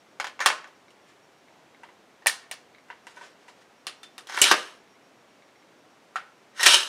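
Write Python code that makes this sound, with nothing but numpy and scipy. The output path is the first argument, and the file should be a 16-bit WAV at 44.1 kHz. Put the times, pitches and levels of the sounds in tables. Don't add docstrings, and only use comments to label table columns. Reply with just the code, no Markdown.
import sys
import numpy as np
from scipy import signal
from scipy.fft import rfft, irfft, next_fast_len
from scipy.io import wavfile
from scipy.ndimage import uniform_filter1d, minimum_filter1d

SR = 44100
rng = np.random.default_rng(int(sys.argv[2]) if len(sys.argv) > 2 else 0)


def convert_level_to_amplitude(level_db):
    exponent = np.asarray(level_db, float) / 20
    return 10 ** exponent


def put_to_file(sound):
    columns = np.atleast_2d(sound).T
    safe = np.clip(columns, -1, 1)
    whole_steps = np.round(safe * 32767)
    wavfile.write(sys.argv[1], SR, whole_steps.astype(np.int16))


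N = 303518

BAND_EDGES_HZ = (200, 700, 2200, 6000, 17000)

# (frequency [Hz], density [dB per Hz])
HISS_SPECTRUM = [(15, -54.5), (25, -38), (124, -8), (295, -0.5), (741, -2.5), (998, -5), (1810, -9),
                 (2190, -10), (5220, -19), (5660, -19), (6140, -19), (15000, -36), (16300, -52)]
HISS_DB = -58
# (first chirp [s], last chirp [s], level [dB])
CHIRP_BOUTS = [(-.045, .08, -75), (0.61, 1.01, -76), (1.21, 1.48, -79), (2.778, 3.02, -77),
               (3.275, 3.405, -78), (3.604, 3.759, -75), (3.955, 4.098, -74), (4.755, 5.02, -74.5),
               (5.15, 5.555, -75), (5.75, 5.895, -76), (6.357, 6.49, -78)]
CRICKET_HZ, CHIRP_S, CHIRP_EVERY_S = 5585, 0.072, 0.135

# (time [s], peak [dB], hardness [dB])
HALVES_KNOCKS = [(0.1996, -17.5, -10), (0.2435, -21, -12.5), (0.2687, -25, -11), (0.3925, -27, -36),
                 (0.4037, -20, -7.5), (0.4553, -24.5, -9), (0.4599, -4, -3), (0.4868, -18.5, -16),
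                 (0.5014, -15.5, -23.5), (0.5282, -67, -10), (0.643, -37, -30), (0.6745, -44, -5.5)]
# (frequency [Hz], level [dB], t60 [ms])
HALVES_MODES = [(540, -6.5, 30), (873, -6, 54), (1051, -0.5, 31), (1480, -7.5, 54), (1648, -4.5, 27),
                (2183, -0.5, 26), (2720, -3.5, 29), (3307, 7.5, 12), (4980, -31.5, 15), (6880, 6.5, 16),
                (8560, -8, 12)]
# (time [s], peak [dB], hardness [dB])
SWIVEL_KNOCKS = [
    (0.8825, -48.5, -21),
    (1.4838, -49.5, -30),
    (1.7471, -47, -30),
    (2.7481, -44.5, -24),
    (2.7837, -48.5, -32),
]
# (time [s], peak [dB], hardness [dB])
TICK_KNOCKS = [
    (4.8753, -54, -29),
    (4.9556, -52.5, -28),
    (5.423, -49, -30.5),
    (5.489, -54, -29),
    (5.5578, -52.5, -29),
    (5.6258, -55.5, -31),
    (5.6879, -56, -29),
]
# (frequency [Hz], level [dB], t60 [ms])
SWIVEL_MODES = [(2154, 6, 19), (3860, 13, 10)]
# (time [s], peak [dB], hardness [dB])
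FINGER_KNOCKS = [
    (0.906, -58, 11.5),
    (1.8339, -36, -7),
    (1.86, -59, -11.5),
    (1.8885, -45, -10),
    (2.8856, -47, -7),
    (2.9015, -31.5, -14.5),
    (2.9271, -41.5, -32),
    (3.0689, -35, 0),
    (3.3544, -53, -28),
    (3.482, -38.5, -3.5),
]
# (frequency [Hz], level [dB], t60 [ms])
FINGER_MODES = [(670, -3, 25), (944, 12, 37), (1564, 11.5, 14), (2010, 15, 23), (2757, 21, 15)]
# (time [s], peak [dB], hardness [dB])
PIN_KNOCKS = [
    (2.2225, -45, -16.5),
    (2.2607, -12.5, -11),
    (2.2694, -15.5, 15),
    (2.5132, -27.5, 8),
]
# (frequency [Hz], level [dB], t60 [ms])
PIN_MODES = [(511, -3, 36), (674, 0.5, 26), (840, 8, 6.6), (1834, 9.5, 21), (2280, 2, 14.3),
             (2907, -5.5, 17), (4810, -3, 8), (7430, -10.5, 14), (8870, -2, 15), (9240, -12, 8.9)]
# (time [s], peak [dB], hardness [dB])
GRIP_KNOCKS = [
    (3.169, -39.5, -32),
    (3.2105, -38, -37),
    (3.228, -44, -24),
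]
# (frequency [Hz], level [dB], t60 [ms])
GRIP_MODES = [(473, -13.5, 50), (943, 14, 63), (1525, 7, 78), (2950, -8, 30)]
# (time [s], peak [dB], hardness [dB])
LATCH_KNOCKS = [
    (3.8686, -24, 3.5),
    (4.1806, -30.5, 0.6),
]
# (frequency [Hz], level [dB], t60 [ms])
LATCH_MODES = [(1230, -14.5, 25), (1880, -2.5, 40), (3030, -9, 13), (3580, -11, 30), (5060, -19.5, 25),
               (9450, -7, 50)]
# (time [s], peak [dB], hardness [dB])
SPRING_KNOCKS = [
    (4.0317, -39.5, 1.7),
]
# (frequency [Hz], level [dB], t60 [ms])
SPRING_MODES = [(1310, -7.5, 28), (3580, -5, 110), (4475, -6, 25), (8040, -4, 26), (9000, -2.5, 34)]
# (time [s], peak [dB], hardness [dB])
DRAW_KNOCKS = [
    (4.2709, -39.5, 1),
    (4.2896, -36.5, -19),
    (4.2973, -27.5, -8.5),
    (4.3231, -31.5, -5.9),
    (4.3448, -24.5, -9.5),
    (4.3704, -33.5, 6.5),
    (4.3748, -18.5, -30.5),
    (4.3877, -30, 8),
]
# (time [s], peak [dB], hardness [dB])
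RELEASE_KNOCKS = [
    (4.4164, -15, 23.8),
    (4.4235, -17, 3.2),
    (4.4545, -28, 5),
]
# (frequency [Hz], level [dB], t60 [ms])
RELEASE_MODES = [(1470, -8, 32), (2400, -6.5, 17), (2955, 2.3, 120), (3960, -6, 15), (5500, 0.5, 20),
                 (6160, 8, 10), (7470, 6.5, 14), (8900, -3, 20)]
# (time [s], peak [dB], hardness [dB])
STOP_KNOCKS = [
    (4.513, -3, -5.5),
    (4.523, -7.5, -15.5),
]
# (frequency [Hz], level [dB], t60 [ms])
STOP_MODES = [(361, 1.3, 120), (255, -14, 54), (728, -11, 27), (1086, 13, 5.6), (1387, -3.5, 4.3),
              (1580, 6, 22), (2100, -5.5, 20.5), (3010, -11.5, 20), (6370, -11, 19), (9700, -20.5, 100)]
# (time [s], peak [dB], hardness [dB])
CATCH_KNOCKS = [
    (6.148, -53, -19),
    (6.1576, -19, -15.5),
]
# (frequency [Hz], level [dB], t60 [ms])
CATCH_MODES = [(750, -9, 35), (880, -13.5, 26), (1327, 10.7, 23), (1440, -2, 90), (1855, 0, 38),
               (2350, -6, 25), (4090, -0.5, 12), (6860, 5, 41)]
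# (time [s], peak [dB], hardness [dB])
BOLT_KNOCKS = [
    (6.5351, -54, -22.5),
    (6.5621, -47, -25),
    (6.5755, -38, 0),
    (6.5952, -21, -12),
    (6.6302, -14.5, 8.5),
    (6.6623, -10, 11.5),
    (6.6653, -8, 2),
]
# (frequency [Hz], level [dB], t60 [ms])
BOLT_MODES = [(1544, 0, 18), (1858, 8.5, 61), (2878, -11.5, 27), (3816, -12.5, 9.3), (5510, 2, 64),
              (6220, 4, 42), (8070, -2.5, 19), (9160, -5, 7.6)]
CLACK_SHARE, THUD_SHARE, SAME_DB = 0.5, 0.1, -2

# (start [s], end [s], force at start [dB], force at end [dB], hardness [dB])
SLIDE_STROKES = [
    (0.412, 0.451, -29, -38.5, -9),
    (3.163, 3.27, -53, -76, -4),
    (4.288, 4.417, -45.5, -30.5, -5),
    (4.432, 4.443, -57, -16, 7),
    (4.45, 4.523, -21.5, -26.5, -0.6),
    (6.547, 6.611, -58, -29, -3),
    (6.607, 6.682, -30.5, -25.5, -1),
    (6.657, 6.746, -24, -16.5, 2),
    (6.747, 6.88, -22, -42, 1),
    (4.56, 4.781, -38.5, -66.5, 0),
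]
# (frequency [Hz], width [Hz], level [dB])
SLIDE_PEAKS = [(920, 97, -5.5), (1500, 350, -9), (2010, 280, -2.5), (2903, 300, 2.5), (3230, 250, -10),
               (2413, 400, 1), (3780, 426, -3.5), (5540, 620, -1.5), (6450, 430, 11), (9200, 350, -33.5)]
SLIDE_THUD_DB, SLIDE_CLACK_DB, SLIDE_CLACK_SHARE = -13, 4, 0.96
# (middle [s], length [s], level [dB])
RUB_STROKES = [
    (1.1, 0.2, -69.5),
    (3.19, 0.39, -61),
    (3.467, 0.3, -65.5),
    (3.604, .1, -67.5),
]
# (frequency [Hz], level [dB])
RUB_SPECTRUM = [(300, -27.5), (1500, 16), (3000, 10), (7000, 3.5), (10000, -3.5), (14000, -4),
                (17000, -49.5)]

# (frequency [Hz], t60 [s])
ROOM_T60 = [(150, 0.2), (400, 0.42), (1040, 0.36), (2760, 0.29), (7280, 0.22), (14000, 0.16)]
# (delay [s], level [dB])
ECHOES = [
    (.0052, -8.5),
    (0.012, -13.5),
    (0.0276, -12.5),
]
ROOM_DB, EARLY_SHARE, LATE_DB = -9, 0.41, -8.5
# (frequency [Hz], level [dB])
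MIC_RESPONSE = [(70, -44), (200, -16), (400, 3.5), (9500, 4), (11000, -5.5), (15000, -14), (16600, -34)]
PUMP_DB, PUMP_HZ = -23, 300


def unit(x):
    return x / np.sqrt(np.mean(x ** 2) + 1e-30)


def colour(x, points):
    size = next_fast_len(len(x))
    hz, db = np.transpose(points)
    log_hz = np.log(np.arange(size // 2 + 1) * SR / size + 1)
    gain = convert_level_to_amplitude(np.interp(log_hz, np.log(hz), db))
    return irfft(rfft(x, size) * gain, size)[:len(x)]


def bandpass(x, low_hz, high_hz):
    return signal.sosfilt(signal.butter(2, (low_hz, high_hz), "bandpass", fs=SR, output="sos"), x)


def split(x):
    return [bandpass(x, low, high) for low, high in zip(BAND_EDGES_HZ, BAND_EDGES_HZ[1:])]


def walk(rate_hz):
    hold = int(SR / rate_hz)
    steps = np.repeat(rng.standard_normal(N // hold + 1), hold)
    return 0.74 * uniform_filter1d(uniform_filter1d(steps, hold), hold)[:N]


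def hiss():
    low, high = (colour(rng.standard_normal(N), HISS_SPECTRUM) for _ in range(2))
    low = signal.sosfilt(signal.butter(1, 900, fs=SR, output="sos"), low)
    high = signal.sosfilt(signal.butter(1, 900, "highpass", fs=SR, output="sos"), high)
    swaying = low * convert_level_to_amplitude(1.0 * walk(6.2)) + high * convert_level_to_amplitude(0.14 * walk(1.0))
    return unit(swaying) * convert_level_to_amplitude(HISS_DB)


def cricket():
    t, gate = np.arange(N) / SR, np.zeros(N)
    for first, last, db in CHIRP_BOUTS:
        count = round((last - first) / CHIRP_EVERY_S) + 1
        for start in np.linspace(first, last, count):
            inside_s = np.minimum(t - start, start + CHIRP_S - t)
            gate += convert_level_to_amplitude(db) * np.clip(inside_s / 0.0077, 0, 1)
    phase = 2 * np.pi * np.cumsum(CRICKET_HZ + 12 * walk(28)) / SR
    return 1.36 * gate * convert_level_to_amplitude(4.6 * walk(67)) * np.sin(phase)


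def hardness(db, hard_db, thud_db, clack_db, clack_share):
    return db + np.array([thud_db + THUD_SHARE * hard_db, 0, clack_db + clack_share * hard_db, hard_db])


def knocks(events, modes, crack_ms, crack_db, thud_db, clack_db):
    out, t = np.zeros((2, 2 * N)), np.arange(SR // 8) / SR
    hz, db, t60_ms = np.transpose(modes)[:, :, None]
    fade = np.exp(-np.log(1000) * 1000 * t / np.minimum(t60_ms, 100))
    crack_fade = convert_level_to_amplitude(crack_db) * np.exp(-t * 1000 / crack_ms)
    clicks = [unit(band) * (-1) ** k for k, band in enumerate(split(signal.unit_impulse(len(t))))]
    for time_s, peak_db, hard_db in events:
        size, detune, phase = rng.standard_normal((3, len(modes), 1))
        tones = np.sin(2 * np.pi * hz * (1 + detune / 100) * t + phase / 2)
        ring = np.sum(convert_level_to_amplitude(db + 2 * size) * fade * tones, axis=0)
        sound = ring + crack_fade * rng.standard_normal(len(t))
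        levels_db = hardness(peak_db, hard_db, thud_db, clack_db, CLACK_SHARE)
        at = int(time_s * SR)
        for band, click, band_db in zip(split(sound), clicks, levels_db):
            band = band / np.abs(band).max() * convert_level_to_amplitude(min(band_db, 4))
            out[0, at:at + len(t)] += band
            out[1, at:at + len(t)] += convert_level_to_amplitude(SAME_DB) * band + click * band.std()
    return out[:, :N]


def slides():
    impacts = rng.random(N) < 2500 / SR
    impact_size = convert_level_to_amplitude(2.7 * np.minimum(rng.exponential(1, N), 3))
    grit = rng.standard_normal(N) * (0.5 + impacts * impact_size)
    grit = grit * convert_level_to_amplitude(2.2 * walk(180))
    rings = np.zeros(N)
    for hz, width_hz, db in SLIDE_PEAKS:
        resonance = signal.iirpeak(hz, hz / max(width_hz, 120), SR)
        rings += convert_level_to_amplitude(db) * unit(signal.lfilter(*resonance, grit))
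    scrape = unit(rings) + convert_level_to_amplitude(-9.0) * unit(colour(grit, RUB_SPECTRUM))
    bands = np.array([unit(band) for band in split(scrape)])
    t, out = np.arange(N) / SR, np.zeros(N)
    for start, end, from_db, to_db, hard_db in SLIDE_STROKES:
        on = (t >= start) & (t < end)
        tone = convert_level_to_amplitude(hardness(-1, hard_db, SLIDE_THUD_DB, SLIDE_CLACK_DB, SLIDE_CLACK_SHARE))
        force_db = np.interp(t[on], (start, end), (from_db, to_db))
        out[on] += tone @ bands[:, on] * convert_level_to_amplitude(force_db)
    return out


def rubs():
    t, swell = np.arange(N) / SR, np.zeros(N)
    grain = unit(colour(rng.standard_normal(N), RUB_SPECTRUM)) * convert_level_to_amplitude(6.5 * walk(55))
    for middle, length, db in RUB_STROKES:
        swell += convert_level_to_amplitude(db) * np.cos(np.pi * np.clip((t - middle) / length, -0.5, 0.5)) ** 2
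    return grain * swell


def room(direct, spread):
    t = np.arange(SR // 2) / SR
    hz, t60_s = np.transpose(ROOM_T60)
    tail = np.zeros(len(t))
    for centre_hz in 125 * 2.0 ** np.arange(0, 7.1, 0.5):
        band = bandpass(rng.standard_normal(len(t)), centre_hz / 2 ** 0.25, centre_hz * 2 ** 0.25)
        fall = -np.log(1000) * t / np.interp(np.log(centre_hz), np.log(hz), t60_s)
        tail += band * (np.exp(fall / EARLY_SHARE) + convert_level_to_amplitude(LATE_DB) * np.exp(fall / 1.35))
    tail = tail * (1 - np.exp(-(t / 0.0013) ** 2))
    tail = convert_level_to_amplitude(ROOM_DB) * tail / np.sqrt(np.sum(tail ** 2))
    out = direct + signal.fftconvolve(spread, tail)[:N]
    dull = signal.lfilter([0.7], [1, -0.3], direct)
    for delay_s, db in ECHOES:
        delay = int(delay_s * SR)
        out[delay:] += convert_level_to_amplitude(db) * dull[:-delay]
    return out


def microphone(x):
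    hz, db = np.transpose(MIC_RESPONSE)
    gain = convert_level_to_amplitude(2 * np.array([db[0], *db, -40]))
    response = signal.minimum_phase(signal.firwin2(511, [0, *hz, SR / 2], gain, fs=SR))
    return signal.fftconvolve(x, response)[:N]


def scene():
    background = hiss() + cricket()
    rifle = knocks(HALVES_KNOCKS, HALVES_MODES, crack_ms=3.1, crack_db=10.0, thud_db=-20.5, clack_db=1.0)
    rifle += knocks(SWIVEL_KNOCKS + TICK_KNOCKS, SWIVEL_MODES,
                    crack_ms=0.89, crack_db=-24, thud_db=-20.5, clack_db=-4)
    rifle += knocks(FINGER_KNOCKS, FINGER_MODES, crack_ms=3.2, crack_db=-39.0, thud_db=-13.5, clack_db=-6.1)
    rifle += knocks(PIN_KNOCKS, PIN_MODES, crack_ms=0.84, crack_db=8.5, thud_db=-23.5, clack_db=2.5)
    rifle += knocks(GRIP_KNOCKS, GRIP_MODES, crack_ms=6.6, crack_db=-15, thud_db=-2, clack_db=-9.0)
    rifle += knocks(LATCH_KNOCKS, LATCH_MODES, crack_ms=0.43, crack_db=12.0, thud_db=-16.5, clack_db=3.5)
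    rifle += knocks(SPRING_KNOCKS, SPRING_MODES, crack_ms=1.5, crack_db=4, thud_db=-25, clack_db=2.5)
    rifle += knocks(DRAW_KNOCKS, HALVES_MODES, crack_ms=3.0, crack_db=12.5, thud_db=-13.5, clack_db=4.0)
    rifle += knocks(RELEASE_KNOCKS, RELEASE_MODES, crack_ms=1.3, crack_db=6.5, thud_db=-10.5, clack_db=0)
    rifle += knocks(STOP_KNOCKS, STOP_MODES, crack_ms=3.5, crack_db=10, thud_db=-16, clack_db=0.5)
    rifle += knocks(CATCH_KNOCKS, CATCH_MODES, crack_ms=2.22, crack_db=-6.0, thud_db=-27, clack_db=-2.5)
    rifle += knocks(BOLT_KNOCKS, BOLT_MODES, crack_ms=1.1, crack_db=5, thud_db=-17.5, clack_db=2.5)
    direct, spread = rifle + slides() + rubs()
    return (microphone(room(direct, spread)) + background)[None]


def roll_off(x):
    return signal.sosfilt(signal.butter(12, 16440, fs=SR, output="sos"), x)


def record(dry):
    treble = signal.sosfilt(signal.butter(4, 4500, "highpass", fs=SR, output="sos"), dry)
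    pump = bandpass(treble ** 2, 40, PUMP_HZ)
    peaks = -minimum_filter1d(-np.abs(dry), size=41)
    ceiling = np.maximum(uniform_filter1d(peaks, size=41), 1)
    change = signal.sosfilt(signal.butter(2, 90, "highpass", fs=SR, output="sos"), dry / ceiling - dry)
    limited = dry + change
    return roll_off(limited + convert_level_to_amplitude(PUMP_DB) * pump)


dry = scene()
out = record(dry)
put_to_file(out)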